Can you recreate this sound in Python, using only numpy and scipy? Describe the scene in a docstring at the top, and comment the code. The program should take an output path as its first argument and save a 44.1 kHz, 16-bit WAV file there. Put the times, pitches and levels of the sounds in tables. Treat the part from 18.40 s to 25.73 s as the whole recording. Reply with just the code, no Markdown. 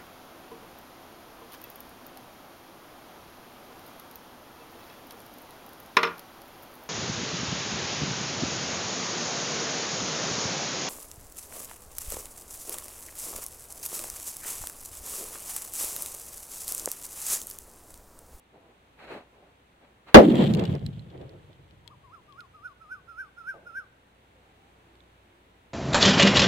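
"""A fuse spurts and hisses in a grassy field, a few metres from a stereo pair of microphones on the ground.
The firecracker goes off and overloads them; echoes roll back from the trees, grit patters on dry leaves.
Then a bird off to the right, perhaps a cuckoo, whistles eight wavering phrases that climb; the recorder
adds a faint glassy sheen. Behind it all: open air, a far engine's hum, one distant thud, a few hoots."""
import sys
import numpy as np
from scipy import signal
from scipy.fft import rfft, irfft, next_fast_len
from scipy.io import wavfile
from scipy.ndimage import uniform_filter1d, map_coordinates

SR = 44100
rng = np.random.default_rng(int(sys.argv[2]) if len(sys.argv) > 2 else 0)


def generate_wav(sig):
    """Save sig (samples, or channels by samples) to the path in sys.argv[1] as 16-bit PCM at SR."""
    pcm = np.round(np.clip(np.atleast_2d(sig).T, -1, 1) * 32767).astype(np.int16)
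    wavfile.write(sys.argv[1], SR, pcm)


N = 323363

# the blast close up, its boom and its crack: f/Hz, relative level/dB
BOOM_SPECTRUM = [(20, -39), (60, -22.5), (130, -20), (165, -11), (210, 1), (290, -3.5), (400, 3.5),
                 (650, -1), (1000, -19), (1600, -28.5), (3000, -34.5), (8000, -52.5)]
CRACK_SPECTRUM = [(300, -13.5), (800, 11), (3000, -5.5), (5000, -19), (9000, -27.5), (15000, -30.5)]
BANG_S, PUSH_HZ, CRACK_HOLD_S = 1.744, 55.17, 0.007
BOOM_DB, BOOM_HOLD_S, BOOM_T60_S = 9, .018, 0.16

# one echo from each stand of trees: t/s, hold/s, rumble level/dB, roar level/dB
TREE_ECHOES = [(1.82, 0.11, -18, -29), (1.941, .11, -20, -25.5), (2.079, 0.06, -21.5, -35),
               (2.137, 0.11, -27.5, -33), (2.3, 0.019, -24.5, -35.5), (2.44, 0.038, -33, -57.5),
               (2.568, .018, -39.5, -76), (2.75, .11, -48.5, -48.5)]
# the echoes' rumble (when centred on RUMBLE_HZ) and their roar: f/Hz, relative level/dB
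RUMBLE_SPECTRUM = [(25, -42), (60, -24.5), (110, -7), (165, 0), (205, 1.5), (260, -3), (350, -13),
                   (700, -56)]
ROAR_SPECTRUM = [(180, -16), (330, 3), (540, -1.5), (850, -11), (1400, -23.5), (2500, -26), (5000, -51),
                 (10000, -70.5)]
RUMBLE_HZ, NEAR_HZ, FAR_HZ, SINK_S = 200, 328.3, 113.2, .35  # the centre sinks from near to far
SMEAR_ATTACK, SMEAR_RUMBLE, SMEAR_ROAR = 0.058, 0.58, 0.72  # attack and t60s as shares of an echo's delay

# spurts of the fuse: t/s, hold/s, puff level/dB, hiss level/dB
FUSE_SPURTS = [(0.149, 0.013, -55, -71), (0.206, .11, -60, -72), (0.6, 0.11, -53.5, -53),
               (0.715, 0.03, -41.5, -47), (0.945, 0.13, -61, -71), (1.423, .03, -61.5, -66),
               (1.688, 0.0084, -51.5, -50.5)]
# their puff and hiss: f/Hz, relative level/dB
PUFF_SPECTRUM = [(60, -27.5), (130, -10), (300, -3), (480, -0.5), (750, -2.5), (1300, -17), (3000, -44.5)]
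HISS_SPECTRUM = [(300, -21.5), (900, 6), (2500, 3.5), (3500, -6.5), (4100, -1.5), (5200, -20),
                 (8500, -20.5), (15000, -27)]

# waves of grit raining on the leaves: t/s, hold/s, level/dB
GRIT_SHOWERS = [(1.83, 0.083, -42), (1.956, 0.092, -37), (2.174, .08, -46.5), (2.288, 0.022, -55)]
# the leaves' answer to a speck, and the snap of contact: f/Hz, relative level/dB
LEAF_SPECTRUM = [(600, -40.5), (1200, -10.5), (2000, -6), (2500, -6.5), (3200, 1.5), (4200, -8),
                 (5300, -24), (6400, -27), (7500, -16), (9300, -31), (12000, -28), (15800, -36)]
SNAP_SPECTRUM = [(700, -21), (1500, -15.5), (2400, -4), (4000, 3), (6000, -11), (7600, -11.5),
                 (15000, -16.5)]
# the largest bits landing: t/s, relative peak/dB, leaf f/Hz, pan before narrowing/dB, snap over ring/dB
LARGE_BITS = [(1.955, -28.5, 3260, 0, -2), (2.1375, -25, 3880, -7, 0), (2.1487, -24.5, 3130, 5, 4),
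              (2.1715, -37, 3640, -8, 0), (2.1956, -27, 3000, -10.5, 1.5), (2.2393, -32, 3550, 13, -8),
              (2.2537, -30, 2530, 4, -1), (2.3519, -36.5, 2800, -16, 14), (2.4633, -33, 4200, -10, -2.5),
              (2.594, -45.5, 3850, -14, -5), (2.7766, -47.5, 3080, -7.5, -1),
              (2.8939, -48.5, 3950, -17, 13), (3.309, -49.5, 3960, 5.5, 9), (3.4771, -35, 3710, 20.5, -6),
              (3.9243, -48.5, 3250, 6.5, 2), (4.0057, -41, 4020, -10, 14), (6.5545, -52.5, 3050, -1.5, 5),
              (6.605, -53.5, 3700, -19, -5)]
# modes of a struck dry leaf: multiple of its pitch, relative level/dB, t60/s
LEAF_RING = [(.62, -11, .013), (.82, -9, .012), (1, 0, .023), (1.14, -5, .016), (1.95, -7, .012),
             (3.1, -17, .008)]
SMALL_FROM_S, SMALL_SPREAD_S, SMALL_DB, SMALL_FADE_DB_PER_S = 2.2, 0.55, -46, 4.5
SMALL_HZ, SMALL_PAN_DB, SMALL_SNAP_DB = 3370, 11, 4.5

# the bird's phrases: crest t/s, crest f/Hz, stretch of the tune in time
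BIRD_PHRASES = [(3.52, 1252, .6), (3.743, 1370, 0.93), (3.998, 1440, 1), (4.260, 1488, 1.04),
                (4.528, 1528, 1.05), (4.807, 1575, 1.09), (5.097, 1590, 1.08), (5.378, 1599, 1.015)]
# their tune; lower phrases dip deeper: t/s from the crest, f/Hz at the top, Hz lost per Hz of lower crest
BIRD_TUNE = [(-.125, 1330, 1.25), (-.104, 1448, 1.35), (-.058, 1305, 1.55), (-.035, 1370, 1.5),
             (-.006, 1600, 1), (.005, 1600, 1), (.033, 1330, .95), (.078, 1085, .9)]
# the higher the note, the harder it is blown: f/Hz, relative level/dB, pan/dB
BIRD_EFFORT = [(810, -90, 0), (982, -60.5, 5), (1180, -60, 11.5), (1341, -51.5, -10.5), (1403, -49, -5.5),
               (1440, -42.5, -2.5), (1492, -39.5, -1.5), (1630, -34, 1)]
WHISTLE_DB, WHISTLE_ATTACK_S, WHISTLE_RELEASE_S, LOWEST_HZ = 1, 0.022, 0.023, 900
# mirror tones the recorder adds to the whistle: centre f/Hz, lower image/dB, upper image/dB
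RECORDER_SHEEN = [(3890, -30, -29.5), (7780, -35, -33), (11665, -37, -37), (15555, -39, -90)]

# faint hoots far off: centre t/s, half length/s, f/Hz, level/dB
FAR_HOOTS = [(5.983, 0.035, 504, -64), (6.091, 0.043, 775, -68.5), (6.261, 0.051, 786, -66.5),
             (6.553, .12, 344.5, -65.5), (6.928, 0.094, 355, -67.5)]
# the distant thud, the engine's partials and the open air: f/Hz, relative level/dB
THUD_SPECTRUM = [(100, -6), (300, -2.5), (550, 6), (850, -2), (1200, -21), (3000, -38), (8000, -81)]
ENGINE_PARTIALS = [(59.5, -69), (91.5, -75.5), (120.7, -77), (180, -83.5)]
AIR_SPECTRUM = [(25, -18.5), (45, -11), (90, -10.5), (200, -10.5), (500, -11.5), (620, -14), (760, -12),
                (1320, -16.5), (2800, -20.5), (3700, -23.5), (5100, -34), (8300, -32), (11000, -35.5),
                (15800, -37)]
# colour of the microphones: f/Hz, gain/dB
MIC_RESPONSE = [(3500, 0.4), (7000, -1.3), (15000, -3.5)]
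MIC_CEILING, TOP_HZ = .93, 15830


def blast():
    """Close up: a shock front, its crack and push of air, and the boom scattered by ground and plants."""
    age = clock() - BANG_S
    after = age > 0
    shock_age = np.maximum(age, 0) / 0.00093  # pressure turns to suction at 1
    shock = amp(16.5) * after * (1 - shock_age) * np.exp(-shock_age)
    push = amp(-10) * after * bump(1.768, .024) * np.sin(2 * np.pi * PUSH_HZ * age)
    boom_level = after * amp(BOOM_DB) * swell(BANG_S, BOOM_HOLD_S, 1 / SR, BOOM_T60_S)
    boom = boom_level * field(BOOM_SPECTRUM, spread_m=0.18)
    crack_level = amp(-0.5) * swell(BANG_S, CRACK_HOLD_S, 1 / SR, t60=.045)
    crack_level += amp(-2.5) * dying(BANG_S, t60=0.16)
    return shock + push + boom + crack_level * field(CRACK_SPECTRUM, spread_m=0.19)


def echoes():
    """The bang returns from the trees over the open country's roll; longer paths smear and deepen it."""
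    echo = lambda s, hold, smear: swell(s, hold, SMEAR_ATTACK * (s - BANG_S), smear * (s - BANG_S))
    rumble_level = together([amp(db) * echo(s, hold, SMEAR_RUMBLE) for s, hold, db, _ in TREE_ECHOES]
                            + [amp(-37.5) * dying(BANG_S, t60=4.8)])
    roar_level = together([amp(db) * echo(s, hold, SMEAR_ROAR) for s, hold, _, db in TREE_ECHOES]
                          + [amp(-48) * dying(BANG_S, t60=4.7)])
    t = clock()
    centre_hz = FAR_HZ + (NEAR_HZ - FAR_HZ) * np.exp(-np.maximum(t - BANG_S, 0) / SINK_S)
    slowing_time = np.cumsum((t > BANG_S) * centre_hz / RUMBLE_HZ) / SR
    rumble = np.array([np.interp(slowing_time, t, side) for side in field(RUMBLE_SPECTRUM, spread_m=0.14)])
    roar = amp(2.8 * wobble(45)) * field(ROAR_SPECTRUM, spread_m=0.2)
    return rumble_level * rumble + roar_level * roar


def fuse():
    """A few metres off, each spurt of gas is a dull puff with a hiss on top."""
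    spurt = lambda s, hold: swell(s, hold, attack=0.028, t60=0.29)
    puff = together([amp(db) * spurt(s, hold) for s, hold, db, _ in FUSE_SPURTS])
    hiss = together([amp(db) * spurt(s, hold) for s, hold, _, db in FUSE_SPURTS])
    flicker = amp(1.3 * wobble(60))
    return flicker * (puff * field(PUFF_SPECTRUM, spread_m=0.081) + hiss * field(HISS_SPECTRUM, spread_m=.05))


def grit():
    """Specks of uneven size strike the leaves in clumps, left and right; fine dust keeps falling."""
    specks_per_s = 2400 * np.exp(.35 * wobble(90))
    size = amp(5 * rng.standard_normal(N)) * rng.choice([-1, 1], N)
    strikes = rng.random(N) < specks_per_s / SR
    specks = strikes * size * (.7 + rng.standard_normal((2, N)))
    showers = [amp(db) * swell(s, hold, attack=.006, t60=0.35) for s, hold, db in GRIT_SHOWERS]
    dust = amp(-55.5) * dying(BANG_S, t60=4.5)
    return together(showers + [dust]) * unit(filtered(specks, lambda hz: amp(along(LEAF_SPECTRUM, hz))))


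def falling_bits():
    """Larger bits tick on dry leaves: a snap of contact and a short ring; soft landings are duller."""
    out, t = np.zeros((2, N + SR)), np.arange(2048) / SR
    ratio, mode_db, t60 = np.transpose(LEAF_RING)[:, :, None]
    snap = field(SNAP_SPECTRUM, spread_m=0.06)
    treble = np.interp(np.fft.rfftfreq(len(t), 1 / SR), [4000, 7000], [0, 1])
    for s, db, hz, pan_db, snap_db in LARGE_BITS + small_bits(count=9):
        start = round(s * SR)
        span = slice(start, start + len(t))
        mode_hz = hz * ratio * np.exp(0.071 * rng.standard_normal(ratio.shape))
        phase = 2 * np.pi * rng.random(ratio.shape) + 0.48 * rng.standard_normal((2, len(ratio), 1))
        ring = (amp(mode_db - 60 * t / t60) * np.sin(2 * np.pi * mode_hz * t + phase)).sum(axis=1)
        tick = ring + amp(snap_db - 60 * t / .016) * snap[:, span]
        dulling_db = min(0, .7 * (db + 35))
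        tick = irfft(rfft(tick) * amp(treble * dulling_db))
        out[:, span] += amp(db + 1.5) * panned(0.6 * pan_db) * tick / np.abs(tick).max()
    return out[:, :N]


def small_bits(count):
    """Smaller bits land at random, ever rarer and lighter; columns as in LARGE_BITS."""
    chance = rng.random((count, 4))
    delay = -SMALL_SPREAD_S * np.log(1 - (np.arange(count) + chance[:, 0]) / count)
    size, pitch, side = 2 * chance[:, 1:].T - 1
    times = np.minimum(SMALL_FROM_S + delay, N / SR - .1)
    db = SMALL_DB - SMALL_FADE_DB_PER_S * delay + 3 * size
    return list(zip(times, db, SMALL_HZ * (1 + .15 * pitch), SMALL_PAN_DB * side, [SMALL_SNAP_DB] * count))


def bird():
    """A nearly pure whistle: each phrase opens, dips, swings up to a loud crest and slides away."""
    t = clock()
    knots, gate = [], np.zeros(N)
    top_hz = max(hz for _, hz, _ in BIRD_TUNE)
    for s, crest_hz, stretch in BIRD_PHRASES:
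        phrase = [(s + stretch * offset, max(LOWEST_HZ, hz - sag * (top_hz - crest_hz)))
                  for offset, hz, sag in BIRD_TUNE]
        opening = np.clip((t - phrase[0][0]) / WHISTLE_ATTACK_S, 0, 1)
        closing = np.clip((phrase[-1][0] - t) / WHISTLE_RELEASE_S, 0, 1)
        gate += opening * closing
        knots += phrase
    pitch = uniform_filter1d(np.interp(t, *np.transpose(knots)), size=600)
    hz, effort_db, pan_db = np.transpose(BIRD_EFFORT)
    level = gate * amp(WHISTLE_DB + np.interp(pitch, hz, effort_db) + .9 * wobble(70))
    delay_s = np.array([[.00013], [0]])  # the bird sits to the right, so the left microphone hears it late
    phase = 2 * np.pi * (np.cumsum(pitch) / SR - delay_s * pitch)
    whistle = np.sin(phase) + amp(-36) * np.sin(2 * phase)
    direct = np.sqrt(2) * level * panned(np.interp(pitch, hz, pan_db)) * (whistle + recorder_sheen(phase))
    # near plants scatter the whistle at once, the trees a little later
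    scatter = rng.standard_normal((2, N)) * (dying(0.0035, t60=0.053) + 0.27 * dying(0.008, t60=0.51))
    return direct + amp(-12.5) * signal.fftconvolve(direct, unit(scatter) / np.sqrt(N), axes=1)[:, :N]


def recorder_sheen(phase):
    """Faint glassy tones that the recorder adds, mirroring the whistle around fixed pitches."""
    sheen = np.zeros_like(phase)
    for centre_hz, lower_db, upper_db in RECORDER_SHEEN:
        mirror = 2 * np.pi * centre_hz * clock()
        sheen += amp(lower_db) * np.sin(mirror - phase) + amp(upper_db) * np.sin(mirror + phase)
    return sheen


def hoots():
    """Faint, wavering tones from far off."""
    wavering_time = clock() + np.cumsum(0.0275 * wobble(33)) / SR
    return sum(amp(db) * bump(s, half) * np.sin(2 * np.pi * hz * wavering_time)
               for s, half, hz, db in FAR_HOOTS)


def thud(at_s):
    """One dull knock in the distance, with a short tail."""
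    level = amp(-61) * dying(at_s, t60=0.18) + amp(-53) * dying(at_s, t60=0.82)
    return level * field(THUD_SPECTRUM, spread_m=0.1)


def engine():
    """A far engine hums, wavering in pitch and level and slowly growing louder."""
    drifting_time = clock() + np.cumsum(0.0035 * wobble(0.62)) / SR
    hum = sum(np.sqrt(2) * amp(db + 2.001 * wobble(3)) * np.sin(2 * np.pi * hz * drifting_time)
              for hz, db in ENGINE_PARTIALS)
    return hum * amp(np.interp(clock(), [0, N / SR], [-3, 1]))


def open_air():
    """The field's own soft rush, all round the microphones and rising slightly."""
    level_db = np.interp(clock(), [0, N / SR], [-62, -60.5]) + 0.56 * wobble(2.3)
    return amp(level_db) * field(AIR_SPECTRUM, spread_m=.17)


def amp(db):
    """Decibels to gain."""
    return 10 ** (np.asarray(db) / 20)


def unit(x):
    """Scaled to rms 1."""
    return x / np.sqrt(np.mean(x ** 2) + 1e-20)


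def clock():
    """The time of every sample."""
    return np.arange(N) / SR


def along(points, hz):
    """Interpolates (f/Hz, value) points on a log axis."""
    f, v = np.transpose(points)
    return np.interp(np.log(hz + 1), np.log(f + 1), v)


def wobble(rate):
    """A smooth random curve, rate knots a second."""
    return map_coordinates(rng.standard_normal(int(N * rate / SR) + 4), [clock() * rate])


def filtered(x, response):
    """x shaped by a gain that depends on frequency."""
    m = next_fast_len(N + SR // 2)
    return irfft(rfft(x, m) * response(np.fft.rfftfreq(m, 1 / SR)), m)[..., :N]


def field(spectrum, spread_m):
    """Stereo noise of rms 1 from a fan of directions; spread_m is the largest path difference."""
    grid = np.linspace(0, SR / 2, num=400)
    paths = spread_m * np.cos(np.linspace(0, np.pi, num=48))
    coherence = np.cos(2 * np.pi * np.outer(grid, paths) / 343).mean(axis=1)
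    mid_share = lambda hz: np.clip((1 + np.interp(hz, grid, coherence)) / 2, 0, .985)
    response = lambda hz: amp(along(spectrum, hz)) * np.sqrt([mid_share(hz), 1 - mid_share(hz)])
    mid, side = filtered(rng.standard_normal((2, N)), response)
    return unit(np.array([mid + side, mid - side]))


def panned(pan_db):
    """Left and right gains; positive is left."""
    return amp(np.array([[.5], [-.5]]) * pan_db)


def dying(start, t60):
    """An envelope that jumps up at start and falls 60 dB in t60."""
    age = clock() - start
    return (age > 0) * np.exp(-np.log(1000) * np.abs(age) / t60)


def bump(centre, half):
    """A flat-topped swell with soft edges."""
    return np.exp(-np.square(np.square((clock() - centre) / half)))


def swell(start, hold, attack, t60):
    """An envelope that rises to full at start, holds and falls 60 dB in t60."""
    age = clock() - start
    return np.clip(1 + age / attack, 0, 1) * np.exp(-np.log(1000) * np.maximum(age - hold, 0) / t60)


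def together(levels):
    """The level of unrelated sounds heard at once."""
    return np.sqrt(sum(np.square(level) for level in levels))


def scene():
    """The field as the two microphones in the grass hear it."""
    firecracker = fuse() + blast() + echoes() + grit() + falling_bits()
    return firecracker + bird() + open_air() + engine() + hoots() + thud(at_s=5.142)


def record(dry):
    """The microphones flatten the blast's peaks, soften the treble and pass nothing above TOP_HZ."""
    overloaded = dry / (1 + np.abs(dry / MIC_CEILING) ** 6) ** (1 / 6)
    return filtered(overloaded, lambda hz: amp(along(MIC_RESPONSE, hz)) * (hz < TOP_HZ))


dry = scene()
out = record(dry)
generate_wav(out)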